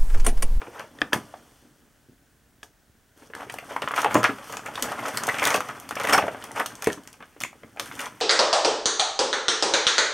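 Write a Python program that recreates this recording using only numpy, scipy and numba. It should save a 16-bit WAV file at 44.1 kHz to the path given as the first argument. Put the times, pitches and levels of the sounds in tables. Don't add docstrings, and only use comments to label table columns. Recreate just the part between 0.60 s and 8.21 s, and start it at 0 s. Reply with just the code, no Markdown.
import sys
import numpy as np
from scipy import signal
from scipy.fft import rfft, irfft
from scipy.io import wavfile
from scipy.ndimage import uniform_filter1d
from numba import njit

SR = 44100
rng = np.random.default_rng(int(sys.argv[2]) if len(sys.argv) > 2 else 0)


def field_ratio(decibels):
    return 10 ** (np.asarray(decibels, dtype=float) / 20)


def wav_out(sig):
    wavfile.write(sys.argv[1], SR, np.round(np.clip(np.atleast_2d(sig).T, -1, 1) * 32767).astype(np.int16))


N = 335601

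# frequency in Hz, density in dB per Hz.
QUIET_COLOUR = [(12, -31.5), (40, 11), (98, 8), (400, -6.5), (700, -4), (985, -8), (1250, -8.5), (1500, -3),
                (1750, -5), (2210, -10.5), (4550, -15.5), (6910, -14), (14300, -18), (15500, -15)]
QUIET_DB = -65
WHINE_HZ, WHINE_DB = 15625, -89
# start in seconds, pitch in Hz,
# level in dB, t60 in seconds.
PINGS = [(3.562, 6720, -33, 0.11), (4.692, 1945, -16, 0.045), (3.553, 7350, -33, 0.025),
         (5.533, 5400, -14.5, 0.036), (0.472, 1780, -46, 0.15), (4.94, 190, -30, 0.12),
         (7.38, 260, -40.5, 0.3), (5.548, 780, -15.5, 0.13), (3.55, 118, -27.5, 0.32),
         (6.27, 294, -19, 0.074), (0.49, 300, -54.5, 1.5), (3.46, 45, -44, 0.2), (4.215, 32, -38, 0.2)]

# frequency in Hz, level in dB, t60 in seconds.
TABLE_MODES = [(130.3, -3.5, 0.049), (189, -4.5, 0.027), (248, 3, 0.025), (310, 1, 0.017)]
# start in seconds, level in dB, t60 in seconds.
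THUMPS = [(.42, -40, 0.2), (0.536, -30, 0.457), (1.48, -45, 0.18), (2.74, -45, 0.2), (3.22, -38, 0.14),
          (3.47, -32, 0.098), (3.55, -27, 0.26), (3.64, -41, 0.19), (4.22, -48, .15), (4.68, -55, 0.126),
          (4.94, -27.5, 0.17), (5.308, -30.5, 0.11), (5.58, -31, 0.35), (6.269, -26.5, 0.11),
          (6.8, -47, 0.34), (7.03, -41, 0.12), (7.2, -55, 0.14)]
TABLE_DB, TABLE_PER_EFFORT = -50.5, 0.62

# start in seconds, peak in dB, treble in dB below it, rattle t60 in seconds.
KNOCKS = [
    (0.387, -36, -34, 0.12),
    (0.4162, -9, -40, 0.046),
    (0.531, -6, -21, 0.11),
    (2.03, -29.5, -15, 0.098),
]
# frequency in Hz, level in dB, t60 in seconds.
KNIFE_MODES = [(317, -14.5, 0.034), (710, -9.5, 0.011), (1300, -9, 0.0094), (1753, -3, 0.022),
               (2650, -4.5, 0.0061), (3230, -2, 0.008), (4900, -9.5, 0.0042)]

# start in seconds, length in seconds, level in dB.
SLIDES = [(0.0, 0.26, -72), (0.56, 0.45, -69), (2.88, 0.058, -64), (3.06, 0.14, -62), (3.213, 0.034, -58),
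          (3.667, 0.052, -53), (3.85, 0.088, -51)]
SLIDE_STOP_S = 0.03
# start in
# seconds, length in seconds, tray in dB, film in dB.
DRAGS = [(0.117, 0.1, -45.5, -61), (0.2, 0.051, -54.5, -67), (0.522, 0.008, -34, -57),
         (0.403, 0.014, -50, -55.5), (2.553, 0.12, -58, -63), (2.75, 0.089, -45.5, -59),
         (3.083, 0.055, -42, -53), (3.347, 0.066, -35, -42.5), (4.418, 0.057, -35, -49.5),
         (4.532, 0.053, -47, -46), (4.655, 0.065, -44, -56), (4.796, 0.16, -31.5, -40),
         (6.314, 0.019, -45, -46.5), (5.433, 0.015, -32.5, -42), (5.481, 0.023, -27.5, -36.5),
         (5.522, 0.021, -19, -26.5), (5.575, 0.013, -24, -45), (5.949, 0.059, -33.5, -47),
         (7.199, 0.091, -53.5, -52), (7.375, 0.095, -39, -50)]
DRAG_STOP_S = 0.0052
SWELL_SHARE = 0.26

# frequency in Hz, density in dB per Hz.
TRAY_COLOUR = [(120, -51), (200, -5.5), (293, -1), (373, -14), (430, 1.5), (650, 0), (1400, 0.5),
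               (3300, -9), (4200, -15), (5460, -59.5), (9240, -120)]
FILM_COLOUR = [(1760, -31), (3000, 1.5), (3360, -1.5), (3940, -10), (4260, -7.5), (4930, -7.5), (5520, -6),
               (5800, -4), (7460, -10), (9200, -4.5), (10400, -14.5), (12300, -7.5), (14100, -20),
               (15100, -20), (16000, -19.5)]
# time in seconds, effort in dB.
RESTING = [(0.0, -45.5), (0.292, -54), (0.558, -48.5), (1.06, -60), (1.7, -72.5)]
WORKING = [(2.45, -73), (2.94, -45.5), (3.17, -48), (3.4, -48), (3.56, -25), (3.7, -46.5), (3.99, -45),
           (4.27, -33), (4.89, -33.5), (5.08, -41.5), (5.35, -43.5), (5.51, -25.5), (5.75, -43),
           (6.13, -42.5), (6.56, -58.5), (7.15, -58), (7.34, -39.5), (7.61, -54.5)]
FILM_DB, FILM_PER_EFFORT = -52.5, 0.67

# start in seconds, peak in dB, pitch in Hz.
BLOWS = [(0.4203, -14.5, 1760), (0.423, -17, 1760), (4.573, -12, 7500), (4.6368, -16, 8000),
         (6.272, -10, 450), (6.375, -34, 300), (0.741, -39, 1300), (3.228, -30, 8000), (3.243, -34, 8500),
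         (3.046, -36, 9000), (3.693, -40, 7200), (5.583, -2.5, 1150), (5.668, -22, 890), (6.849, -25, 1006)]
# start in seconds, peak in dB, pitch in Hz.
CLICKS = [(0.0161, -22.5, 1500), (0.083, -43, 2520), (0.1954, -22, 2000), (2.7497, -23, 1940),
          (2.8976, -18, 2400), (2.9861, -22, 2170), (3.2194, -14.5, 3070), (3.361, -17, 2180),
          (3.4053, -18, 2000), (3.446, -13, 2500), (3.5336, -21, 1940), (3.555, -14, 1900),
          (3.924, -32, 1950), (3.9685, -19.5, 2180), (4.064, -19, 1970), (4.155, -14.5, 3320),
          (4.2241, -16.5, 1970), (4.383, -32, 2700), (4.456, -17, 1950), (4.5446, -28, 2240),
          (4.5728, -19, 2360), (4.6359, -20, 2260), (4.6678, -29, 3350), (4.679, -18, 1910),
          (4.6964, -9, 1870), (4.796, -14, 2220), (4.8325, -15, 2170), (4.852, -8, 3380), (4.864, -8, 1500),
          (4.905, -10, 1920), (4.943, -5.5, 2130), (5.289, -28, 1950), (5.3244, -26, 1950),
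          (5.3529, -22, 1880), (5.3683, -29, 1900), (5.414, -28, 2280), (5.44, -17, 1900),
          (5.4502, -14, 2210), (5.4715, -11.5, 2250), (5.4879, -18, 1920), (5.505, -17, 2190),
          (5.5291, -8, 1950), (5.547, -6, 2010), (5.8233, -26.5, 3420), (5.97, -26, 2010),
          (6.0594, -18, 3230), (6.222, -20, 2290), (6.261, -19, 2250), (6.2707, -14.5, 2050),
          (6.3005, -16, 2090), (6.6042, -35, 1930), (6.625, -30, 2050), (6.8026, -26, 2390),
          (6.8163, -21, 3030), (6.8357, -12.5, 2520), (6.91, -41, 2400), (7.0327, -33.5, 1890),
          (7.1711, -29, 2000), (7.1965, -12, 2380), (7.3945, -20, 2290)]
# start in seconds, peak in dB, pitch in Hz.
KNUCKLES = [(0.081, -30, 439), (2.866, -33, 458), (3.026, -34, 678), (3.277, -20.5, 1260),
            (3.351, -32, 883), (3.404, -26, 1430), (3.463, -18, 891), (3.546, -4.5, 1140),
            (3.554, -17, 1480), (3.568, -26, 520), (3.654, -21, 1290), (3.937, -18, 1370),
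            (3.993, -20.5, 1250), (4.084, -20, 764), (4.254, -24, 674), (4.464, -21, 942),
            (4.548, -26.5, 724), (4.636, -17, 1410), (4.863, -14, 830), (5.029, -28, 1240),
            (5.091, -26, 1220), (5.414, -17, 1250), (5.451, -27, 714), (5.497, -34, 786),
            (5.511, -13, 1570), (5.544, -6, 1350), (5.577, -9, 680), (5.587, -7.5, 905),
            (5.639, -13.5, 727), (6.604, -32, 1230), (7.209, -27, 530)]

# start in seconds, peak
# in dB, centre in Hz.
TICKS = [(0.194, -30, 5320), (2.75, -29, 6500), (2.8988, -28, 4820), (2.9224, -31, 8520),
         (2.9397, -25, 9200), (2.9852, -29, 8400), (3.045, -46, 12300), (3.163, -27, 4940),
         (3.2188, -23.5, 5500), (3.277, -46, 5540), (3.3152, -29, 8600), (3.342, -30, 9590),
         (3.3613, -20.5, 5600), (3.385, -24, 9000), (3.417, -17.5, 6800), (3.444, -22, 6540),
         (3.5427, -13, 9800), (3.64, -14, 5530),
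         (3.899, -32, 8800), (3.924, -23.5, 8400), (3.969, -22.5, 6150), (4.0602, -29, 8500),
              (4.156, -27, 4550), (4.2235, -9, 9100), (4.319, -27.5, 5240), (4.4607, -24, 5000),
              (4.4816, -20.5, 6000), (4.572, -10.5, 6300), (4.6347, -17.5, 6530), (4.6684, -16, 9000),
              (4.687, -18, 6100), (4.742, -26, 5330), (4.784, -22, 5300), (4.831, -21.5, 8500),
              (4.8394, -17, 6520), (4.852, -10.5, 5800), (4.871, -10.5, 9050), (4.904, -15.5, 6520),
              (4.942, -11.5, 5960), (4.9594, -14.5, 9700), (5.0868, -30.5, 5230), (5.199, -28, 9410),
         (5.29, -23, 6400), (5.308, -23, 6040), (5.3537, -22.5, 5900), (5.3983, -21.5, 5730),
                  (5.434, -21, 6500), (5.4507, -24, 7050), (5.4715, -20, 8750), (5.4944, -19, 5600),
                  (5.527, -17, 5500), (5.535, -11, 5360), (5.578, -15.5, 5850), (5.6838, -37.5, 5670),
                  (5.84, -25.5, 12400), (5.916, -30, 8660), (5.9975, -21, 8300), (6.0597, -16, 5360),
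                  (6.153, -26, 4970),
         (6.222, -21.5, 9200), (6.2422, -17, 8590), (6.2705, -17, 5400), (6.321, -33, 6490),
              (6.329, -24, 6070), (6.4739, -29, 5100), (6.5285, -32, 6560), (6.8032, -22, 8640),
              (6.81, -24, 6180), (6.8177, -21, 9600), (6.835, -19.5, 5660), (7.196, -13.5, 5550),
              (7.352, -31, 8360), (7.4046, -22, 6200), (7.6034, -29.5, 6300),
         (2.576, -46, 8200), (3.1036, -42, 5700), (3.2444, -48, 5320), (3.2854, -30, 5540),
               (3.5326, -30, 12000), (4.6044, -38, 5700), (4.794, -21, 5230), (5.0045, -23, 7700),
               (5.109, -37, 5780), (5.412, -25, 5740), (6.4344, -40, 5450), (7.1616, -44, 8250),
               (7.258, -28, 8580), (7.3216, -34, 5250), (7.3914, -22.5, 5800), (7.413, -22, 6240),
               (7.457, -26.5, 5800),
         (3.63, -18.5, 6000),
]
CRACKLE_DB, CRACKLE_PER_DB = -34, 1.18

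# start in seconds, peak in dB, pitch in Hz.
SNAPS = [(0.738, -27, 700), (2.699, -35, 457), (2.734, -25, 1670), (2.896, -22.5, 2380),
         (2.939, -26.5, 780), (2.984, -21.5, 2160), (3.162, -13.5, 977), (3.274, -12.5, 1310),
         (3.308, -14, 1220), (3.336, -13.5, 1230), (3.387, -10.5, 1060), (3.509, -18, 1320),
         (3.641, -2.5, 1360), (4.153, -29, 1256), (4.316, -15.5, 795), (4.572, -16, 1790),
         (4.687, -14, 1614), (4.901, -21, 1110), (5.004, -15.5, 1280), (5.29, -34, 1130),
         (5.494, -13, 1816), (5.577, -10, 1044), (6.058, -25, 1320), (6.242, -24, 1770), (6.27, -8, 440),
         (6.473, -34.5, 1932), (6.835, -22, 2540), (6.847, -26, 2724), (7.312, -23.5, 2070),
         (7.436, -35, 1710)]
POPS = [(0.016, -24.5, 800), (0.239, -32, 540), (1.049, -44.5, 290), (3.364, -18.5, 910), (3.377, -8, 1360),
        (3.444, -7.5, 1060), (3.458, -8, 817), (3.895, -25, 1007), (3.967, -24, 770), (4.176, -17.5, 1045),
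        (4.388, -16.5, 1260), (4.48, -15, 689), (4.678, -12.5, 730), (4.742, -15.5, 1570),
        (4.785, -12, 2400), (4.861, -14.5, 1820), (4.91, -11.5, 1127), (5.308, -18, 1100),
        (5.398, -14.5, 1650), (5.469, -17, 818), (5.541, -13, 1410), (5.679, -14, 599), (5.745, -23.5, 730),
        (5.838, -27, 1010), (5.908, -27.5, 752), (6.372, -30, 275), (6.623, -29, 1300), (6.809, -22, 3050),
        (7.195, -20.5, 1374), (7.392, -17, 1570)]
CRUMPLES = [(0.064, -34, 898), (0.129, -47, 700), (0.194, -23.5, 786), (2.619, -38, 263),
            (2.797, -27.5, 703), (3.104, -25.5, 565), (3.219, -15.5, 590), (3.427, -16.5, 1133),
            (3.55, -3, 310), (3.689, -13.5, 269), (3.781, -30.5, 1147), (3.924, -27.5, 1020),
            (4.057, -22, 1190), (4.222, -22.5, 267.5), (4.242, -23, 980), (4.818, -12, 952),
            (4.869, -10, 1820), (4.942, -11.5, 692), (4.958, -14.5, 780), (5.089, -23.5, 1190),
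            (5.364, -18, 1224), (5.441, -14, 900), (5.526, -15, 1300), (5.619, -16, 786),
            (5.968, -20, 1080), (5.993, -10, 666), (6.221, -27, 1180), (6.298, -31, 415),
            (6.603, -34.5, 270), (7.17, -31, 756)]
SETTLES = [(2.572, -48, 353), (2.763, -32, 980), (2.828, -29, 770), (3.025, -39, 751), (4.084, -40, 746),
           (6.451, -43, 1450), (6.539, -38, 2440), (6.762, -37.5, 450), (6.928, -37, 760),
           (6.953, -44, 450), (7.033, -34, 520), (7.161, -37, 740), (7.263, -40, 1030), (7.284, -39, 1530),
           (7.523, -40, 1300), (7.603, -25, 2060)]
EXTRA_STEPS = [(3.629, -10, 1410), (3.646, -2, 2050), (5.584, -17, 1300), (6.27, -12.5, 1530)]
# following creases in dB over the peak, their t60 in seconds, first snap in dB above them.
KINDS = [
    (-1.5, 0.05, 9),
    (-0.5, 0.065, 4.5),
    (1, 0.075, -3.5),
]
WASH_DB = -3, -1.5, 2

ROOM_T60_S, ROOM_DAMP, ROOM_DB = 0.17, 0.041, -13.5
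BASS_SIDE_HZ, BASS_SIDE_DB = 150, -14.5
DIP_HZ, DIP_WIDTH_HZ, DIP_SHARE = 3830, 440, 0.5


def unit(x):
    return x / np.sqrt(np.mean(x ** 2))


def colour(x, points):
    hz, db = np.transpose(points)
    grid_hz = np.fft.rfftfreq(2048, 1 / SR) + 1
    cepstrum = irfft(np.log(field_ratio(np.interp(np.log(grid_hz), np.log(hz), db))))
    cepstrum[1:1024] *= 2
    cepstrum[1025:] = 0
    impulse = irfft(np.exp(rfft(cepstrum)))[:1024]
    return signal.fftconvolve(x, impulse)[:N]


@njit
def ring(start_s, hz, decay_s, rise_s, size):
    out = np.zeros(N)
    for k in range(len(start_s)):
        z, gap = size[k] + 0j, 1.
        turn = np.exp(2j * np.pi * hz[k] / SR - 1 / (decay_s[k] * SR))
        close = np.exp(-1 / (rise_s[k] * SR))
        i = int(start_s[k] * SR)
        for j in range(i, min(N, i + int(6 * decay_s[k] * SR))):
            z *= turn
            gap *= close
            out[j] += z.imag * (1 - gap)
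    return out


def grains(s, hz, size, cycles, rise):
    hz = np.clip(hz, 40, .4 * SR)
    return ring(np.maximum(s, 0), hz, cycles / hz, rise / hz, size)


def strike(s, db, modes):
    chance = rng.standard_normal((len(s), len(modes), 2))
    hz, mode_db, t60_s = np.transpose(modes)
    size = field_ratio(db[:, None] + mode_db + 1.6 * chance[..., 0])
    pitch = hz * (1 + 0.037 * chance[..., 1])
    same = np.ones_like(size)
    start_s = (s[:, None] * same).ravel()
    decay_s = (t60_s / np.log(1000) * same).ravel()
    return ring(start_s, pitch.ravel(), decay_s, .3 / pitch.ravel(), size.ravel())


def swarm(s, db, t60_s, rise_s):
    out, t = np.zeros(N + SR), np.arange(SR // 4) / SR
    events = np.broadcast((s * SR).astype(int), field_ratio(2 * db), np.clip(t60_s, .005, .3), rise_s)
    for start, power, fade_s, up_s in events:
        out[start:start + len(t)] += power * field_ratio(-120 * t / fade_s) * (1 - np.exp(-t / up_s)) ** 2
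    return out[:N]


def rustle(count, lo_hz, hi_hz, spread_db, cycles, points, centre_hz, lean_db):
    when, pitch, luck = rng.random((count, 3)).T
    hz = lo_hz * (hi_hz / lo_hz) ** pitch
    lean = lean_db * np.abs(np.log2(hz / centre_hz[(when * N).astype(int)]))
    size = field_ratio(-spread_db * np.log(1 - .999 * luck) - lean) * hz / lo_hz
    return unit(colour(grains(when * N / SR, hz, size, cycles, 0.38), points))


def flutter(rate_hz, depth_db):
    k = int(SR / rate_hz)
    steps = np.repeat(rng.standard_normal(N // k + 1), k)
    return field_ratio(depth_db * uniform_filter1d(steps, k)[:N])


def stroke(t, s, length_s, stop_s):
    swell = np.clip((t - s) / (SWELL_SHARE * length_s), 0, 1) ** 2
    return swell * np.exp(-np.maximum(t - s - length_s, 0) / stop_s)


def quiet():
    mid, side = (unit(colour(rng.standard_normal(N), QUIET_COLOUR)) for _ in range(2))
    return field_ratio(QUIET_DB) * (mid + 0.32 * side * np.array([[1], [-1]]))


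def whine(t):
    return field_ratio(WHINE_DB) * np.sin(2 * np.pi * WHINE_HZ * t)


def pings():
    s, hz, db, t60_s = np.transpose(PINGS)
    return ring(s, hz, t60_s / np.log(1000), 1 / hz, field_ratio(db))


def table_top(effort_db):
    table_db = TABLE_DB + TABLE_PER_EFFORT * (effort_db + 39)
    power = field_ratio(2 * table_db) + swarm(*np.transpose(THUMPS), 0.0098)
    when, force = rng.random((900, 2)).T
    return np.sqrt(power) * unit(strike(when * N / SR, 8 * force, TABLE_MODES))


def knife():
    s, db, bright_db, t60_s = np.transpose(KNOCKS)
    s = s + 0.00066
    rattle = swarm(s, db - 14.5, t60_s, 0.0013)
    crack = swarm(s, db + bright_db, 0.66 * t60_s, 0.00035)
    return strike(s, db + 1.5, KNIFE_MODES), rattle, crack


def slides():
    t = np.arange(N) / SR
    power = sum(field_ratio(2 * db) * stroke(t, s, length_s, SLIDE_STOP_S) for s, length_s, db in SLIDES)
    return np.sqrt(power) * unit(colour(rng.standard_normal(N), FILM_COLOUR))


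def drags():
    t = np.arange(N) / SR
    out = np.zeros((2, N))
    for s, length_s, tray_db, film_db in DRAGS:
        out += field_ratio(2 * np.array([[tray_db], [film_db]])) * stroke(t, s, length_s, DRAG_STOP_S)
    return out


def blows():
    s, db, hz = np.transpose(BLOWS)
    neighbours = sum(grains(s, hz * ratio, field_ratio(db - 5.5), 1.0, 0.34) for ratio in (0.68, 1.43))
    return grains(s, hz, field_ratio(db), 2.3, 0.38) + neighbours


def clicks():
    s, db, hz = np.transpose(CLICKS + KNUCKLES)
    when, pitch = rng.random((len(s), 6)).T.reshape(2, 3, -1)
    late_s = .0012 + 0.00297 * when ** 2
    size = field_ratio(db - 6.0 - 1830 * late_s)
    near_hz = hz * 2 ** (0.56 * (pitch - .5))
    spike = grains(s + 0.001107, 1.09 * hz, field_ratio(db + 1.0), 0.47, 0.1)
    return spike + grains((s + late_s).ravel(), near_hz.ravel(), size.ravel(), 3.5, 0.49)


def ticks():
    s, db, hz = np.transpose(TICKS)
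    when, sign, pitch = rng.random((len(s), 18)).T.reshape(3, 6, -1)
    late_s = .0009 + 0.0024 * when ** 2
    octaves = 2.44 * (pitch - .55)
    size = field_ratio(db + 7.5 - 7100 * late_s - 10.6 * np.abs(octaves)) * np.sign(sign - .5)
    cracks = grains((s + late_s).ravel(), (hz * 2 ** octaves).ravel(), size.ravel(), 1.97, 0.069)
    bounced = cracks + 0.44 * np.roll(cracks, 14)
    return bounced, swarm(s + 0.00022, CRACKLE_DB + CRACKLE_PER_DB * (db + 21.0), 0.033, 0.00026)


def buckles():
    tables = SNAPS + SETTLES, POPS + EXTRA_STEPS, CRUMPLES
    rows = []
    for table, (up_db, t60_s, snap_db), wash_db in zip(tables, KINDS, WASH_DB):
        rows += [(s, db + up_db, hz, t60_s, snap_db, wash_db) for s, db, hz in table]
    return np.transpose(rows)


def pops():
    s, db, hz, t60_s, snap_db, wash_db = buckles()
    s = s + 0.001577
    rise_s = 0.00073 * field_ratio(-1.8 * snap_db)
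    when, luck, pitch = rng.random((len(s), 90)).T.reshape(3, 30, -1)
    first = grains(s, hz, field_ratio(db + snap_db - 0.5), 1.12, 0.93)
    late_s, octaves = when * t60_s / 2, 2.37 * (pitch - .3)
    follow_db = db - 12.0 - 16.0 * when + 10.0 * (luck - 0.5) - 3.1 * np.abs(octaves)
    follow = field_ratio(follow_db) * (1 - np.exp(-late_s / rise_s))
    rest = grains((s + late_s).ravel(), (hz * 2 ** octaves).ravel(), follow.ravel(), 1.53, 0.67)
    return first + rest, swarm(s, db + wash_db - 10.0, t60_s, rise_s)


@njit
def walls(x, lags, gain, damp):
    line, soft, out = np.zeros((8, 4096)), np.zeros(8), np.zeros((2, len(x)))
    for i in range(len(x)):
        total = 0.
        for k in range(8):
            soft[k] += (1 - damp) * (gain[k] * line[k, (i - lags[k]) & 4095] - soft[k])
            total += soft[k]
            out[k % 2, i] += soft[k]
        for k in range(8):
            line[k, i & 4095] = x[i] + soft[k] - total / 4
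    return out


def room(x):
    lags = (311 * 1.237 ** np.arange(8)).astype(np.int64)
    left, right = walls(x, lags, field_ratio(-60 * lags / SR / ROOM_T60_S), ROOM_DAMP)
    side = left - right
    shade = signal.butter(1, [3800, 7500], "band", fs=SR, output="sos")
    side = 0.15 * side + 0.31 * signal.sosfilt(shade, side)
    return field_ratio(ROOM_DB) * (left + right + side * np.array([[1], [-1]]))


def scene():
    t = np.arange(N) / SR
    tray_db = np.interp(t, *np.transpose(RESTING + WORKING))
    film_db = FILM_DB + FILM_PER_EFFORT * (tray_db + 40)
    panel_hz = np.interp(t, *np.transpose(sorted(SNAPS + POPS + CRUMPLES))[::2])
    (pop, after_pop), (tick, after_tick), (knock, rattle, crack) = pops(), ticks(), knife()
    tray_drag, film_drag = drags()

    busy = np.clip((film_db + 64) / 8, 0, 1)
    cluster = flutter(rate_hz=32, depth_db=5.5) ** busy
    film_cluster = cluster * flutter(rate_hz=35, depth_db=4.5) ** busy
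    tray_power = cluster * field_ratio(2 * (tray_db - 7.0)) + after_pop + rattle + tray_drag
    film_power = film_cluster * field_ratio(2 * (film_db - 4.5)) + after_tick + crack + film_drag
    tray = np.sqrt(tray_power) * rustle(
        count=34000, lo_hz=249.5, hi_hz=3810, spread_db=2.5, cycles=2.24,
        points=TRAY_COLOUR, centre_hz=panel_hz, lean_db=3.0)
    film = np.sqrt(film_power) * rustle(
        count=50000, lo_hz=3380, hi_hz=15860, spread_db=2.8, cycles=1.06,
        points=FILM_COLOUR, centre_hz=6 * panel_hz, lean_db=1.0)

    blow = blows()
    near = tray + film + table_top(tray_db) + pop + tick + knock + clicks() + slides() + blow
    near = signal.sosfilt(signal.butter(2, 90, "high", fs=SR, output="sos"), near)
    near = near + pings() + whine(t)
    dip = signal.iirpeak(DIP_HZ, DIP_HZ / DIP_WIDTH_HZ, fs=SR)
    near = near - DIP_SHARE * signal.lfilter(*dip, near)

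    wet = room(near - 0.75 * (knock + blow))
    low = signal.butter(1, BASS_SIDE_HZ, fs=SR, output="sos")
    bass = field_ratio(BASS_SIDE_DB) * signal.sosfilt(low, near)
    direct = near * field_ratio(np.array([[.3], [-.3]]))
    return direct + wet + quiet() - bass * np.array([[1], [-1]])


def top_cut(x):
    return signal.sosfilt(signal.butter(12, 17000, fs=SR, output="sos"), x)


def record(dry):
    top = signal.ellip(8, .2, 60, 16000, fs=SR, output="sos")
    mix = signal.sosfilt(top, np.tanh(1.241 * dry) / 0.96)
    return top_cut(mix)


dry = scene()
out = record(dry)
wav_out(out)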